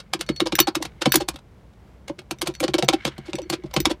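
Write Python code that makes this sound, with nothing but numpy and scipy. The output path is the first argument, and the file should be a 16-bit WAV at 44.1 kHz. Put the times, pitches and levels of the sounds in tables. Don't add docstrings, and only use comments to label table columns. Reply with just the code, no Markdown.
import sys
import numpy as np
from scipy import signal
from scipy.fft import rfft, irfft, next_fast_len
from scipy.io import wavfile
from scipy.ndimage import map_coordinates

SR = 44100
rng = np.random.default_rng(int(sys.argv[2]) if len(sys.argv) > 2 else 0)


def digitize_waveform(pressure):
    field = np.atleast_2d(pressure).T
    bounded = np.clip(field, -1, 1)
    quanta = np.round(bounded * 32767).astype(np.int16)
    wavfile.write(sys.argv[1], SR, quanta)


def voltage_ratio(level):
    return 10 ** (np.asarray(level, float) / 20)


N = 176400
T = np.arange(SR // 5) / SR

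# (time [s], peak level [dB], deep thud
# over peak [dB], panel knock over peak [dB], treble over peak [dB])
LEVER_STOPS = [(0.1352, -7.5, -29.5, -26, -23), (0.21, -12.5, -28, -19, -20.5),
               (0.2898, -11.5, -14, -7, -30.5), (0.403, -6.5, -24.5, -15, -25),
               (0.522, -11.5, -14, -10.5, -33), (0.5894, -4, -26.5, -12.5, -22.5),
               (0.7525, -6.5, -33, -25, -18.5), (0.825, -15, -29, -26, -19.5),
               (0.8521, -17, -28.5, -28, -25), (1.057, -1.5, -19, -3, -31.5),
               (1.1407, -4, -38, -27, -16.5), (1.1566, -9.5, -18.5, -14.5, -10),
               (1.286, -11.5, -31, -14, -14), (1.3592, -28.5, -23, -19, -23),
               (2.0807, -20.5, -21, -11, -24), (2.094, -28, -19, 11.5, -32),
              (2.1888, -24, -20.5, -10.5, -27), (2.31, -18, -17.5, -9, -17), (2.417, -9, -32, -13, -16.5),
              (2.472, -14.5, -19, -17, -17.5), (2.6028, -13.5, -20, -7.5, -13.5),
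              (2.6805, -17.5, -12, 0.5, -38), (2.7405, -4, -32, -11, -26), (2.825, -8.5, -12, 1.5, -30.5),
              (2.8869, -3, -33, -7, -25), (3.051, -7, -20.5, -15, -24), (3.1801, -30.5, -3, 2.5, -24),
              (3.3323, -23, -6, 3, -48), (3.4992, -11.5, -19, -17, -14.5), (3.637, -33.5, 2, 4, -30),
              (3.7642, -5, -17.5, -4, -30.5), (3.8545, -4, -36, -13.5, -25.5)]
# (time [s], peak level [dB], panel knock over peak [dB], length [s])
SLACK_CHATTER = [(0.0, -18.5, -28, 0.0089), (0.191, -26, -15.5, 0.018), (0.457, -12, 7.5, 0.022),
                 (0.671, -7.5, -7.5, 0.018), (0.801, -41, 7.5, 0.008), (0.811, -35, -18, 0.017),
                 (1.008, -24, -18, .01), (1.017, -7.5, -16, 0.014), (1.2, -14, 13, 0.024),
                 (1.335, -31.5, -8, 0.015), (1.385, -35, -16.5, 0.0088), (1.734, -47.5, -23, 0.0075),
                 (2.216, -38, -16, 0.0043), (2.456, -21, 13, 0.03), (2.492, -34.5, 21.5, 0.031),
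                 (2.626, -10.5, 13.5, 0.025), (2.693, -27, -15, 0.015), (2.782, -3.5, -3.5, 0.013),
                 (2.928, -6.5, -3, 0.016), (3.063, -13.5, 7.5, 0.026), (3.254, -31.5, -22, 0.02),
                 (3.278, -32.5, 5, 0.014), (3.29, -33.5, -9, 0.02), (3.382, -22.5, 9, 0.014),
                 (3.522, -13.5, 5.5, 0.029), (3.654, -34.5, 1, 0.016), (3.709, -34, -17, .008),
                 (3.734, -21.5, 8.5, 0.017), (3.895, -19.5, -0.5, 0.011), (3.903, -9.5, -9, 0.016)]
# (time [s], peak level [dB], pitch [Hz], length [s])
HOLLOW_THUMPS = [(0.146, -22, 344, 0.014), (0.192, -31.5, 330, 0.023), (0.298, -12, 311, 0.01),
                 (0.416, -12, 341, 0.014), (0.455, -24.5, 330, 0.032), (0.532, -9.5, 321, 0.0087),
                 (0.599, -13.5, 343, 0.016), (0.678, -14.5, 321, 0.015), (0.764, -18.5, 326, 0.015),
                 (0.807, -26, 312, 0.019), (0.845, -35, 312, 0.021), (1.016, -21.5, 331, 0.015),
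                 (1.068, -13, 277, 0.016), (1.147, -13.5, 349, 0.015), (1.162, -18.5, 299, 0.022),
                 (1.214, -15.5, 360, 0.013), (1.286, -21.5, 332, 0.011), (1.342, -38.5, 286, 0.02),
                 (2.101, -18, 302, 0.013), (2.184, -35, 366, 0.02), (2.316, -22.5, 330, 0.014),
                 (2.427, -18.5, 345, 0.013), (2.484, -22, 350, 0.02), (2.609, -22, 304, 0.022),
                 (2.643, -13.5, 336, 0.011), (2.683, -21, 370, 0.018), (2.741, -14, 334, 0.019),
                 (2.783, -17, 357, 0.018), (2.829, -17.5, 374, 0.016), (2.891, -14.5, 327, 0.019),
                 (2.937, -13, 326, 0.015), (3.053, -19, 288, 0.0088), (3.071, -21.5, 324, 0.017),
                 (3.184, -30, 340, 0.013), (3.284, -26.5, 340, 0.016), (3.34, -22.5, 345, 0.017),
                 (3.393, -31.5, 387, 0.026), (3.419, -32, 312, 0.023), (3.452, -33, 356, 0.017),
                 (3.498, -27, 344, 0.023), (3.529, -16, 332, 0.016), (3.585, -37.5, 367, 0.025),
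                 (3.64, -25.5, 344, 0.013), (3.763, -16.5, 360, 0.012), (3.799, -18, 334, 0.014),
                 (3.866, -13.5, 311, 0.014), (3.909, -18, 324, 0.014)]
# (time [s], peak level [dB], high modes over peak [dB], spring over peak [dB])
ROD_CONTACTS = [(.264, -24, -35, -19), (.290, -44, -30, -5), (.361, -25.5, -34, -18),
                (.553, -9.5, -10.5, -56), (.6015, -1.5, -7.5, -39), (.618, -25, -33, -14),
                (1.075, -41.5, -33, -3.5), (1.093, -20, -22.5, -46), (1.1203, -5.5, -9.5, -26.5),
                (1.156, -3, -5, -41.5), (2.386, -26.5, -29.5, -47), (2.539, -29, -32, -20),
                (2.551, -20.5, -43, -33), (2.8435, -22, -18, -35), (3.354, -20.5, -28, -40),
                (3.418, -24.5, -36, -39), (3.739, -19, -14, -33), (3.767, -48, -19, -15),
                (3.802, -8.5, -10, -52)]

# (frequency [Hz], level [dB], decay t60 [s])
THUD_MODES = [(136, 0.5, 0.13), (206, 3.5, 0.099)]
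SHELL_MODES = [(1216, -9, .024), (1580, -12, .022), (2241, -3, .022), (3086, -4, 0.016), (4017, -4, 0.017)]
PANEL_MODES = [(520, -4, .04), (612, 0, .045), (800, -3, .035), (950, -6, .03)]
# (frequency [Hz], level [dB], decay t60 [s])
ROD_MODES = [(2230, -8, .035), (3700, -4, .045), (5900, -2, .055), (7700, -6, .03)]
ROD_HIGH_MODES = [(10500, -5, .015), (12050, -6, .022), (14280, -5, .045), (15000, -8, .03)]
SPRING_MODES = [(4400, 0, 0.2)]

# (frequency [Hz], level [dB])
GRIT_SPECTRUM = [(450, -6), (1000, -4.5), (1800, -11), (3800, -6.5), (9000, -22.5), (12000, -42)]
FIZZ_SPECTRUM = [(4500, -10), (7000, -4), (10500, -6), (14900, -16.5), (16200, -33.5)]
# (frequency [Hz], level [dB])
HUM_SPECTRUM = [(25, -33), (36, -19.5), (57, -6.5), (82, -17.5), (206, -20), (263, -29), (450, -30),
                (16000, -67)]
STIR_SPECTRUM = [(700, -18), (1390, -7), (1670, -4), (1900, -9), (2210, 2), (2500, -15), (2930, -9),
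                 (9000, -38)]
# (time [s], level [dB])
STIR_COURSE = [(0, -55), (.1, -57.5), (0.899, -56), (1.5, -69.5), (2.8, -66), (2.98, -40.5), (3.249, -45),
               (3.45, -50), (4, -59)]
# (time [s], level [dB])
RUMBLE_COURSE = [(0, -1.5), (1, 3), (1.15, 8.5), (1.6, -0.5), (3.7, 2), (3.85, 14.5), (4, -1)]
# (frequency [Hz], t60 [s])
ROOM_DECAY = [(200, 0.09), (2000, 0.09), (12000, 0.04)]


def unit(x):
    return x / np.sqrt(np.mean(x ** 2) + 1e-20)


def along(points, hz):
    f, v = np.transpose(points)
    return np.interp(np.log(hz + 1), np.log(f + 1), v)


def noise(spectrum):
    size = next_fast_len(N + 8192)
    closed = [(spectrum[0][0] / 2, -120)] + list(spectrum) + [(SR / 2, -120)]
    gain = voltage_ratio(along(closed, np.fft.rfftfreq(size, 1 / SR)))
    return unit(irfft(rfft(rng.standard_normal(size)) * gain, size)[:N])


def wobble(rate):
    knots = rng.standard_normal(int(N * rate / SR) + 4)
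    return map_coordinates(knots, [np.arange(N) * rate / SR])


def add(track, s, sound):
    i = max(round(s * SR), 0)
    track[i:i + len(sound)] += sound[:N - i]


def ring(modes, attack_s, detune, vary_db):
    hz, db, t60 = np.transpose(modes)[:, :, None]
    level, pitch, phase = rng.standard_normal((3, len(modes), 1))
    gain = voltage_ratio(db + vary_db * level - 60 * T / t60)
    tones = gain * np.sin(2 * np.pi * (hz * (1 + detune * pitch) * T + phase))
    return tones.sum(0) * (1 - np.exp(-(T / attack_s) ** 2))


def dying(t60, attack_s):
    return voltage_ratio(-60 * T / t60) * (1 - np.exp(-T / attack_s))


def housing():
    grit, fizz, tones = np.zeros((3, N))
    for s, db, deep_db, panel_db, top_db in LEVER_STOPS:
        tick_db = -15 - max(deep_db + 22.5, 0)
        for lead_s, level_db in ((.004, tick_db), (0, 0)):
            clack = dying(0.037, 0.00012) + 0.87 * dying(0.0096, .0002)
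            add(grit, s - lead_s, voltage_ratio(db + level_db - 11.5) * clack)
            add(fizz, s - lead_s, voltage_ratio(db + level_db + top_db + 6.5) * dying(0.026, 0.00085))
        add(tones, s, voltage_ratio(db - 6) * ring(SHELL_MODES, 0.0013, detune=0.034, vary_db=2.0))
        add(tones, s, voltage_ratio(db + panel_db - 0.5) * ring(PANEL_MODES, 0.005, detune=0.05, vary_db=2.0))
        add(tones, s, voltage_ratio(db + deep_db + 5.0) * ring(THUD_MODES, 0.011, detune=0.03, vary_db=1.5))
    for s, db, panel_db, length in SLACK_CHATTER:
        u = T / length
        shake = (0.12 + 1.22 * u) * np.exp(-u ** 2.4 * 2.19)
        add(grit, s, voltage_ratio(db - 10) * shake)
        add(fizz, s, voltage_ratio(db - 27.5) * shake)
        knock = ring(PANEL_MODES, 0.66 * length, detune=0.014, vary_db=7.0)
        add(tones, s, voltage_ratio(db + panel_db + 1.0) * knock)
    lumps_db = 2.6 * wobble(250) + 2.6 * wobble(900)
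    rough = grit * noise(GRIT_SPECTRUM) + fizz * noise(FIZZ_SPECTRUM)
    return voltage_ratio(0.44 * lumps_db) * tones + voltage_ratio(lumps_db) * rough


def thumps():
    out = np.zeros(N)
    for s, db, hz, length in HOLLOW_THUMPS:
        choked = np.exp(-(T / length) ** 11.0)
        held = choked + 0.2 * voltage_ratio(-60 * T / .08)
        boom = ring([(hz, 0, .3), (0.91 * hz, -9, .1)], .0075, .003, vary_db=0.8)
        add(out, s - .003, voltage_ratio(db + 2.0) * held * boom)
    return out * voltage_ratio(1.5 * wobble(220))


def rod():
    out, crack = np.zeros((2, N))
    for s, db, top_db, spring_db in ROD_CONTACTS:
        add(out, s, voltage_ratio(db - 17.5) * ring(ROD_MODES, 0.00044, 0.003, vary_db=1.5))
        add(out, s, voltage_ratio(db + top_db - 1.5) * ring(ROD_HIGH_MODES, 0.00073, .006, vary_db=0.5))
        add(out, s, voltage_ratio(db + spring_db) * ring(SPRING_MODES, 0.0014, 0.003, vary_db=3.0))
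        add(crack, s, voltage_ratio(db - 13) * dying(0.022, .0003))
    crack_noise = noise([(1500, -1.5), (5000, -5.0), (10000, -15), (15500, -28.0)])
    return voltage_ratio(5.7 * wobble(200)) * (out + crack * crack_noise)


def walls(x):
    hz, t, z = signal.stft(rng.standard_normal(SR // 4), SR, nperseg=256)
    decay = voltage_ratio(-60 * t / along(ROOM_DECAY, hz)[:, None])
    tail = signal.istft(z * decay, SR, nperseg=256)[1]
    return signal.fftconvolve(np.pad(x, (130, 0)), tail / np.linalg.norm(tail))[:N]


def cabin():
    seconds = np.arange(N) / SR
    stir_db = np.interp(seconds, *np.transpose(STIR_COURSE)) - 9
    grain_db = 2.1 * wobble(30) + 3.6 * wobble(200)
    stir = voltage_ratio(stir_db + grain_db) * noise(STIR_SPECTRUM)
    hum = noise(HUM_SPECTRUM)
    low = signal.sosfilt(signal.butter(2, 110, fs=SR, output="sos"), hum)
    rumble = voltage_ratio(np.interp(seconds, *np.transpose(RUMBLE_COURSE))) - 1
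    return voltage_ratio(-48 + .8 * wobble(6.3)) * (hum + rumble * low) + stir


def scene():
    lever = housing() + thumps() + rod()
    return (lever + voltage_ratio(-9) * walls(lever) + cabin())[None]


def band_limit(x):
    return signal.sosfilt(signal.butter(12, 16620, fs=SR, output="sos"), x)


def record(dry):
    heard = signal.sosfilt(signal.butter(3, 44, "high", fs=SR, output="sos"), dry)
    heard = heard / (1 + np.abs(heard / .95) ** 4) ** .25
    return band_limit(heard)


dry = scene()
out = record(dry)
digitize_waveform(out)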